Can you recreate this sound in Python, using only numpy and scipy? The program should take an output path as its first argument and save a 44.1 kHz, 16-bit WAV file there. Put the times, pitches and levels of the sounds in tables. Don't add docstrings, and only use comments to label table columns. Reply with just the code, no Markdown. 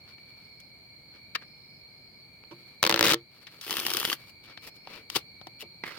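import sys
import numpy as np
from scipy import signal
from scipy.fft import rfft, irfft, next_fast_len
from scipy.io import wavfile

SR = 44100
rng = np.random.default_rng(int(sys.argv[2]) if len(sys.argv) > 2 else 0)


def put_to_file(sound):
    columns = np.atleast_2d(sound).T
    safe = np.clip(columns, -1, 1)
    whole_steps = np.round(safe * 32767)
    wavfile.write(sys.argv[1], SR, whole_steps.astype(np.int16))


N = 263718
TIME = np.arange(N) / SR
LEAD_IN_S = .008

# f/Hz, level/dB
SLIDE_TONE = [(60, -10), (150, -5.5), (480, 2), (780, -8.5), (1200, -1), (1900, -3), (2400, -3),
              (3100, -3.5), (4800, -1.5), (6200, -15.5), (10000, -14), (15000, -13)]
# f/Hz, level/dB
TAP_TONE = [(50, -20), (150, 5), (450, 2), (900, 0.5), (1400, 1), (2200, 1), (3100, 3.5), (4800, -2),
            (6500, -17), (10000, -20), (15000, -22)]


def from_db(db):
    return 10 ** (np.asarray(db) / 20)


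def rms_one(x):
    return x / np.sqrt(np.mean(x ** 2) + 1e-20)


def at_hz(points, hz):
    freqs, values = np.array(points).T
    return np.interp(np.log(hz + 1), np.log(freqs), values)


def drift(rate, size=N):
    turns = int(size / SR * rate) + 2
    return np.interp(TIME[:size], np.arange(turns) / rate, rng.standard_normal(turns))


def swell(start, end, attack_s, release_s):
    attack = 1 - np.exp(-np.maximum(TIME - start, 0) / attack_s)
    return attack * np.exp(-np.maximum(TIME - end, 0) / release_s)


def add(out, x, start):
    i = max(round(start * SR), 0)
    out[:, i:i + x.shape[1]] += x[:, :max(N - i, 0)]


def minimum_phase(db):
    cepstrum = irfft(np.log(from_db(db)))
    half = len(cepstrum) // 2
    cepstrum[1:half] *= 2
    cepstrum[half + 1:] = 0
    return np.exp(rfft(cepstrum))


def stereo_image(noise, tone, likeness, balance, left_lead_s):
    size = 2 * next_fast_len(noise.shape[1] // 2 + 512)
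    hz = np.fft.rfftfreq(size, 1 / SR)
    mid, side = rfft(noise, size) * minimum_phase(at_hz(tone, hz))
    alike, lean_db = at_hz(likeness, hz), at_hz(balance, hz) / 2
    mid, side = mid * np.sqrt(1 + alike), side * np.sqrt(1 - alike)
    left = (mid + side) * from_db(lean_db)
    right = (mid - side) * from_db(-lean_db) * np.exp(-2j * np.pi * hz * left_lead_s)
    return irfft(np.array([left, right]), size)[:, :noise.shape[1]]


def riffle():
    # t/s, level/dB, edge/dB
    releases = [(2.8283, -13.5, -1.5), (2.8383, -15, -10), (2.85, -17, -10), (2.8648, -15.5, -6.5),
                (2.8732, -20, -5), (2.8945, -15.5, -1.5), (2.9016, -17.5, -14), (2.911, -20, -5),
                (2.9246, -17, -12.5), (2.9416, -13.5, -11.5), (2.96, -20.5, -7), (2.9752, -22.5, -19.5),
                (2.9919, -16, -4.5), (3.009, -12.5, -4), (3.027, -13.5, -5), (3.1421, -19, -3)]
    # f/Hz, level/dB
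    tone = [(35, -53), (60, -29), (124, -12.5), (268, -11), (323, -4.5), (363, -6), (527, -2.5),
            (700, -10.5), (1780, -4.5), (2410, -6), (3940, -6), (7060, -21.5), (12400, -25.5),
            (14900, -21.5), (16000, -22)]
    loose_start, rush_start, end = 2.895, 3.035, 3.136
    loose = from_db(-39) * swell(loose_start, end, attack_s=.003, release_s=.0046)
    rush = from_db(-26.5) * swell(rush_start, end, attack_s=.003, release_s=.0046)
    out = rub(loose + rush, loose_start, tone, grain_db=3, grain_rate=550)
    out += run_of_cards(rush_start, end, tone, count=12, card_s=.0015,
                        db=-20.5, spread_db=1, body_db=-6.5, edge_db=-.5)
    for at, db, edge_db in releases:
        card = snap(tone, decay_s=.0011, rise_s=.00055, ring_s=.0042, lead_in_s=.0015)
        add(out, weigh(card, .0018, db, body_db=-6, edge_db=edge_db), at - LEAD_IN_S)
    return out


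def bridge():
    # t/s, level/dB, edge/dB
    packets = [(3.7076, -23.5, -3), (3.727, -26.5, -5), (3.7683, -22, -3), (3.7921, -25.5, -18),
               (3.799, -27, 1), (3.8653, -19, -3.5), (3.9025, -24, -3), (3.936, -25, 2.5),
               (3.9689, -20.5, 0), (3.9992, -27, 2.5), (4.0507, -18, -9), (4.0996, -23.5, -12),
               (4.128, -19.5, -27)]
    # f/Hz, level/dB
    tone = [(35, -44), (60, -22.5), (250, -11.5), (380, -3.5), (636, -14.5), (1200, -6), (2470, -4.5),
            (3120, 3.5), (3850, -6), (4970, -3.5), (7230, -14), (10800, -6.5), (12700, -10), (14900, -1.5),
            (16000, -22)]
    start, end = 3.66, 4.135
    rise_db_per_s, swish_db, swish_s = 10.5, -11.5, .012
    elapsed = np.clip(TIME, start, end) - start
    sliding = from_db(-39.8 + rise_db_per_s * elapsed) * swell(start, end, attack_s=.0068, release_s=.01)
    out = sliding * run_of_cards(start, end, tone, count=34, card_s=.0029,
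                                 db=2.5, spread_db=4.5, body_db=-4.5, edge_db=-7)
    landings = np.zeros(N)
    for at, db, edge_db in packets:
        slap = snap(tone, decay_s=.0008, rise_s=.0004, ring_db=-18, ring_s=.006, lead_in_db=-28)
        add(out, weigh(slap, .0017, db, body_db=-15, edge_db=edge_db), at - LEAD_IN_S)
        landings[round(at * SR)] = from_db(db + swish_db)
    swishes = signal.lfilter([1], [1, -np.exp(-1 / (swish_s * SR))], landings + 1e-18)
    return out + rub(np.hypot(sliding, swishes), start, tone, grain_db=2.5, grain_rate=500)


def run_of_cards(start, end, tone, count, card_s, db, spread_db, body_db, edge_db):
    out = np.zeros((2, N))
    for slot, (late, strength, grip, flatness) in enumerate(rng.uniform(-1, 1, (count, 4))):
        at = start + (end - start) * (slot + .5 + .4 * late) / count
        tick = snap(tone, decay_s=card_s, rise_s=card_s / 3, ring_db=-22, ring_s=.004, lead_in_db=-28)
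        tick = held_card(tick, hz=2200 * 2 ** grip, resonance_db=6, pan_db=0)
        tick = weigh(tick, 1.5 * card_s, db + spread_db * strength, body_db + 4 * flatness, edge_db)
        add(out, tick, at - LEAD_IN_S)
    return out


def snap(tone, decay_s, rise_s=.0003, ring_db=-20, ring_s=.007, lead_in_db=-26, lead_in_s=.0029):
    t = TIME[:SR // 20] - LEAD_IN_S
    since_crack = np.maximum(t, 0)
    attack = 1 - np.exp(-(since_crack / rise_s) ** 2)
    decay = np.exp(-since_crack / decay_s) + from_db(ring_db) * np.exp(-since_crack / ring_s)
    lead_in = from_db(lead_in_db) * np.exp(-np.abs(t) / lead_in_s)
    return friction(lead_in + attack * decay, tone, grain_db=2.5, grain_rate=2546)


def rub(envelope, start, tone, grain_db, grain_rate):
    out = np.zeros((2, N))
    add(out, rms_one(friction(np.ones(SR), tone, grain_db, grain_rate)), start)
    return envelope * out


def friction(envelope, tone, grain_db, grain_rate):
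    # f/Hz, left-right correlation
    likeness = [(100, .88), (350, .92), (800, .75), (1500, .72), (3000, .5), (6000, .3), (15000, .15)]
    # f/Hz, left minus right/dB
    balance = [(100, -3), (400, -2), (1300, -1.5), (2400, 5), (4400, 6), (8000, 2), (15000, 2)]
    size = len(envelope)
    grains = rms_one(from_db(grain_db * np.clip(drift(grain_rate, size), -2, 2)))
    force = envelope * grains * rng.standard_normal((2, size))
    return stereo_image(force, tone, likeness, balance, left_lead_s=.00007)


def held_card(x, hz, resonance_db, pan_db):
    peak = signal.lfilter(*signal.iirpeak(hz, 4.5, fs=SR), x)
    return (x + from_db(resonance_db) * peak) * from_db([[pan_db / 2], [-pan_db / 2]])


def weigh(x, length_s, db, body_db, edge_db):
    body_hz, edge_hz = 900, 5800
    bands = (body_hz, "low", body_db), ([body_hz, edge_hz], "band", 0), (edge_hz, "high", edge_db)
    out = 0
    for hz, kind, relative_db in bands:
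        band = signal.sosfilt(signal.butter(4, hz, kind, fs=SR, output="sos"), x)
        out = out + from_db(db + relative_db) * rms_one(band)
    return out * np.sqrt(length_s * SR / x.shape[1])


def draw_card():
    at, rise_s, fall_s, flap_gap_s = 5.1615, .0074, .012, .0046
    grip = dict(hz=3050, resonance_db=-.5, pan_db=2)
    out = np.zeros((2, N))
    t = TIME[:SR // 5] - .1
    envelope = np.exp(np.minimum(t / rise_s, -t / fall_s))
    swish = held_card(friction(envelope, SLIDE_TONE, grain_db=3, grain_rate=346), **grip)
    add(out, weigh(swish, (rise_s + fall_s) / 2, db=-25.5, body_db=-9, edge_db=-1.5), at + t[0])
    for k in (-1, 0, 1):
        flap = held_card(snap(TAP_TONE, decay_s=.0016), **grip)
        flap = weigh(flap, .0015, db=-23.5 - 1.5 * abs(k), body_db=-4, edge_db=1.5)
        add(out, flap, at + k * flap_gap_s - LEAD_IN_S)
    return out


def handling():
    # t/s, length/s, level/dB, body/dB, edge/dB, card f/Hz, resonance/dB, pan/dB
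    taps = [(0.1815, 0.0048, -53, -13, -21, 2090, 12, 0), (0.6, 0.0092, -60.5, -28, 7, 4150, -11, -4),
            (2.437, 0.0025, -48, -6, -25, 2220, 12, 2), (2.511, 0.024, -54.5, 4.5, -12, 960, 3, -6),
            (3.4684, 0.013, -44.5, -19, -10.5, 1920, 6, 1), (3.611, 0.0074, -46, -19, 5, 2310, -3, -2),
            (4.5745, 0.0032, -37.5, -12, -21, 1400, -21, 5), (4.872, 0.0031, -39.5, -2, -38, 875, 14, 3),
            (5.1, .0016, -31, -24, 1.5, 3730, -2, 2.5), (5.4125, 0.0033, -46.5, 2, -12, 1060, -7, 5),
            (5.4693, .0028, -42, 4, -6.5, 905, -2, 2), (5.624, 0.018, -56.5, 10, -6, 405, 5, 3.5),
            (5.836, 0.0073, -32.5, -4, -18, 1900, 22, -7)]
    # middle t/s, length/s, level/dB, body/dB, edge/dB, card f/Hz, resonance/dB, pan/dB
    slides = [(.097, .086, -57, -11, -10.5, 1190, -5, 0), (1.159, .082, -59.5, -6.5, -16, 1690, -3, -1),
              (1.3529, 0.0058, -25.5, -30, -14, 1970, 8, -3), (1.357, .012, -24, -23.5, -22, 1820, 5.5, 1),
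              (1.426, .027, -51, -7.5, -19, 1720, 6, -1), (3.649, 0.058, -44.5, -34, -0.5, 3090, -10, -0.5),
              (4.288, 0.055, -57.5, -8, 0.5, 2750, -1, 0), (4.45, 0.037, -55.5, -10, -3.5, 3020, 7, 0),
              (4.503, 0.089, -51.5, -9, -19, 2050, -6, 0), (4.642, 0.047, -49.5, -10, -2.5, 2550, 8, 2),
              (4.679, 0.027, -46.5, -3.5, 2, 2440, 13, -1), (4.764, .027, -61, -5, 3, 2960, -2, 4),
              (4.942, .13, -46.5, -5.5, -10.5, 2410, 6, 3.5), (5.131, .05, -50.5, -8, -2, 3480, -5, 3),
              (5.614, 0.03, -41.5, -26, -2, 2800, 17, 0), (5.874, .05, -39, -8, -11, 2050, 21, -6),
              (5.918, 0.061, -43.5, -9, -15, 2050, 8, -9.5), (5.974, 0.078, -46, -7, -12, 1490, -5, -10)]
    out = np.zeros((2, N))
    for at, length, db, body_db, edge_db, *grip in taps:
        flick = held_card(snap(TAP_TONE, decay_s=.8 * length), *grip)
        add(out, weigh(flick, length, db, body_db, edge_db), at - LEAD_IN_S)
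    for at, length, db, body_db, edge_db, *grip in slides:
        t = np.arange(-length, length, 1 / SR)
        envelope = np.exp(-(t / (.45 * length)) ** 2)
        stroke = held_card(friction(envelope, SLIDE_TONE, grain_db=3.5, grain_rate=350), *grip)
        add(out, weigh(stroke, length / 2, db, body_db, edge_db), at - length)
    return out


def fingering():
    # start/s, end/s, level/dB
    spells = [(.17, .48, -65.5), (2.522, 2.752, -64.5), (3.3, 3.584, -58), (4.142, 4.22, -57)]
    fits = rms_one(from_db(3.1 * np.clip(drift(40), -2, 2)))
    out = 0
    for start, end, db in spells:
        envelope = from_db(db) * swell(start, end, attack_s=.027, release_s=.035)
        out = out + rub(envelope, start, SLIDE_TONE, grain_db=3.5, grain_rate=830)
    return fits * out


def table_boom(cards):
    # f/Hz, relative level/dB, t60/s
    modes = [(131, -35.5, 0.34), (216, -33, 0.12), (344, -26, 0.16), (389, -31.5, 0.064),
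             (465.6, -30.5, 0.12), (597, -29, 0.05)]
    # start/s, end/s, coupling/dB
    presses = [(2.5, 2.62, 15), (2.89, 3.14, 3), (5.61, 5.66, 1)]
    in_hand_db = -10.5
    pressed = sum(from_db(db) * swell(start, end, attack_s=.0053, release_s=.034)
                  for start, end, db in presses)
    push = cards.mean(axis=0) * (from_db(in_hand_db) + pressed) + 1e-18
    out = 0
    for hz, db, t60 in modes:
        radius, angle = from_db(-60 / (t60 * SR)), 2 * np.pi * hz / SR
        feedback = [1, -2 * radius * np.cos(angle), radius ** 2]
        out = out + signal.lfilter([from_db(db) * np.sin(angle)], feedback, push)
    return from_db(-23.5) * out


def scatter(x, t60, dull_hz):
    t = TIME[:int(t60 * SR)]
    tail = rng.standard_normal((2, len(t))) * from_db(-60 * t / t60)
    tail = signal.sosfilt(signal.butter(2, dull_hz, fs=SR, output="sos"), tail)
    tail /= np.sqrt(np.sum(tail ** 2) / 2)
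    return signal.fftconvolve(np.atleast_2d(x), tail, axes=1)[:, :N]


def cricket(hz, strokes_per_s):
    stroke = (rng.random() + np.cumsum(strokes_per_s * (1 + .08 * drift(9))) / SR) % 1
    pitch = hz * (1 + .025 * (.5 - stroke) + .012 * drift(35))
    envelope = (stroke * (1 - stroke)) ** 2 * (1 + .3 * drift(3))
    return envelope * np.sin(2 * np.pi * np.cumsum(pitch) / SR)


def cricket_choruses(voices=6):
    # f/Hz, spread/Hz, wing stroke rate/Hz, level/dB
    choruses = [(2270, 68, 48, -58.5), (4310, 50, 39, -56), (4328, 200, 55, -60.5)]
    rank = (np.arange(voices) + .5) / voices
    detunes = rms_one(np.log(rank / (1 - rank)))
    out = 0
    for hz, spread_hz, strokes_per_s, db in choruses:
        chorus = sum(cricket(hz + spread_hz * k, strokes_per_s * rng.uniform(.75, 1.25)) for k in detunes)
        out = out + from_db(db) * rms_one(scatter(chorus, t60=.25, dull_hz=9000))
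    return out


def faint_high_buzz():
    # start/s, end/s, f/Hz, level/dB
    buzzes = [(.38, 0.702, 5030, -72.5), (1.42, 1.82, 5090, -70), (1.875, 2.22, 4980, -70.5),
              (4.55, 4.88, 5180, -69)]
    out, fade_s = 0, .021
    for start, end, hz, db in buzzes:
        gate = np.clip(np.minimum(TIME - start, end - TIME) / fade_s, 0, 1)
        pitch = hz * (1 + .018 * drift(300))
        out = out + from_db(db) * gate * np.sin(2 * np.pi * np.cumsum(pitch) / SR)
    return scatter(out, t60=.16, dull_hz=8830)


def night_air():
    # f/Hz, relative level/dB
    tone = [(25, -24.5), (60, -6), (130, 2.5), (250, -5.5), (450, -10), (850, -13), (1100, -19),
            (2000, -19), (3500, -23), (6000, -31), (10000, -30), (15000, -27.5)]
    # f/Hz, left-right correlation
    likeness = [(100, .88), (300, .8), (800, .4), (2000, .1), (15000, 0)]
    noise = rng.standard_normal((2, N))
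    air = stereo_image(noise, tone, likeness, balance=[(100, -1.9), (2000, -.46)], left_lead_s=0)
    return from_db(-59.5) * rms_one(air)


def scene():
    cards = riffle() + bridge() + draw_card() + handling() + fingering()
    air = night_air()
    reflections = from_db(-23) * scatter(cards, t60=.13, dull_hz=3500)
    night = cricket_choruses() + faint_high_buzz() + air
    dip = from_db(-4 * swell(3.1, 3.47, attack_s=.16, release_s=.16))
    return cards + table_boom(cards) + reflections + dip * night


def record(dry):
    rounded = .9 * np.tanh(dry / .9)
    return signal.sosfilt(signal.ellip(10, .3, 80, 16000, fs=SR, output="sos"), rounded)


dry = scene()
out = record(dry)
put_to_file(out)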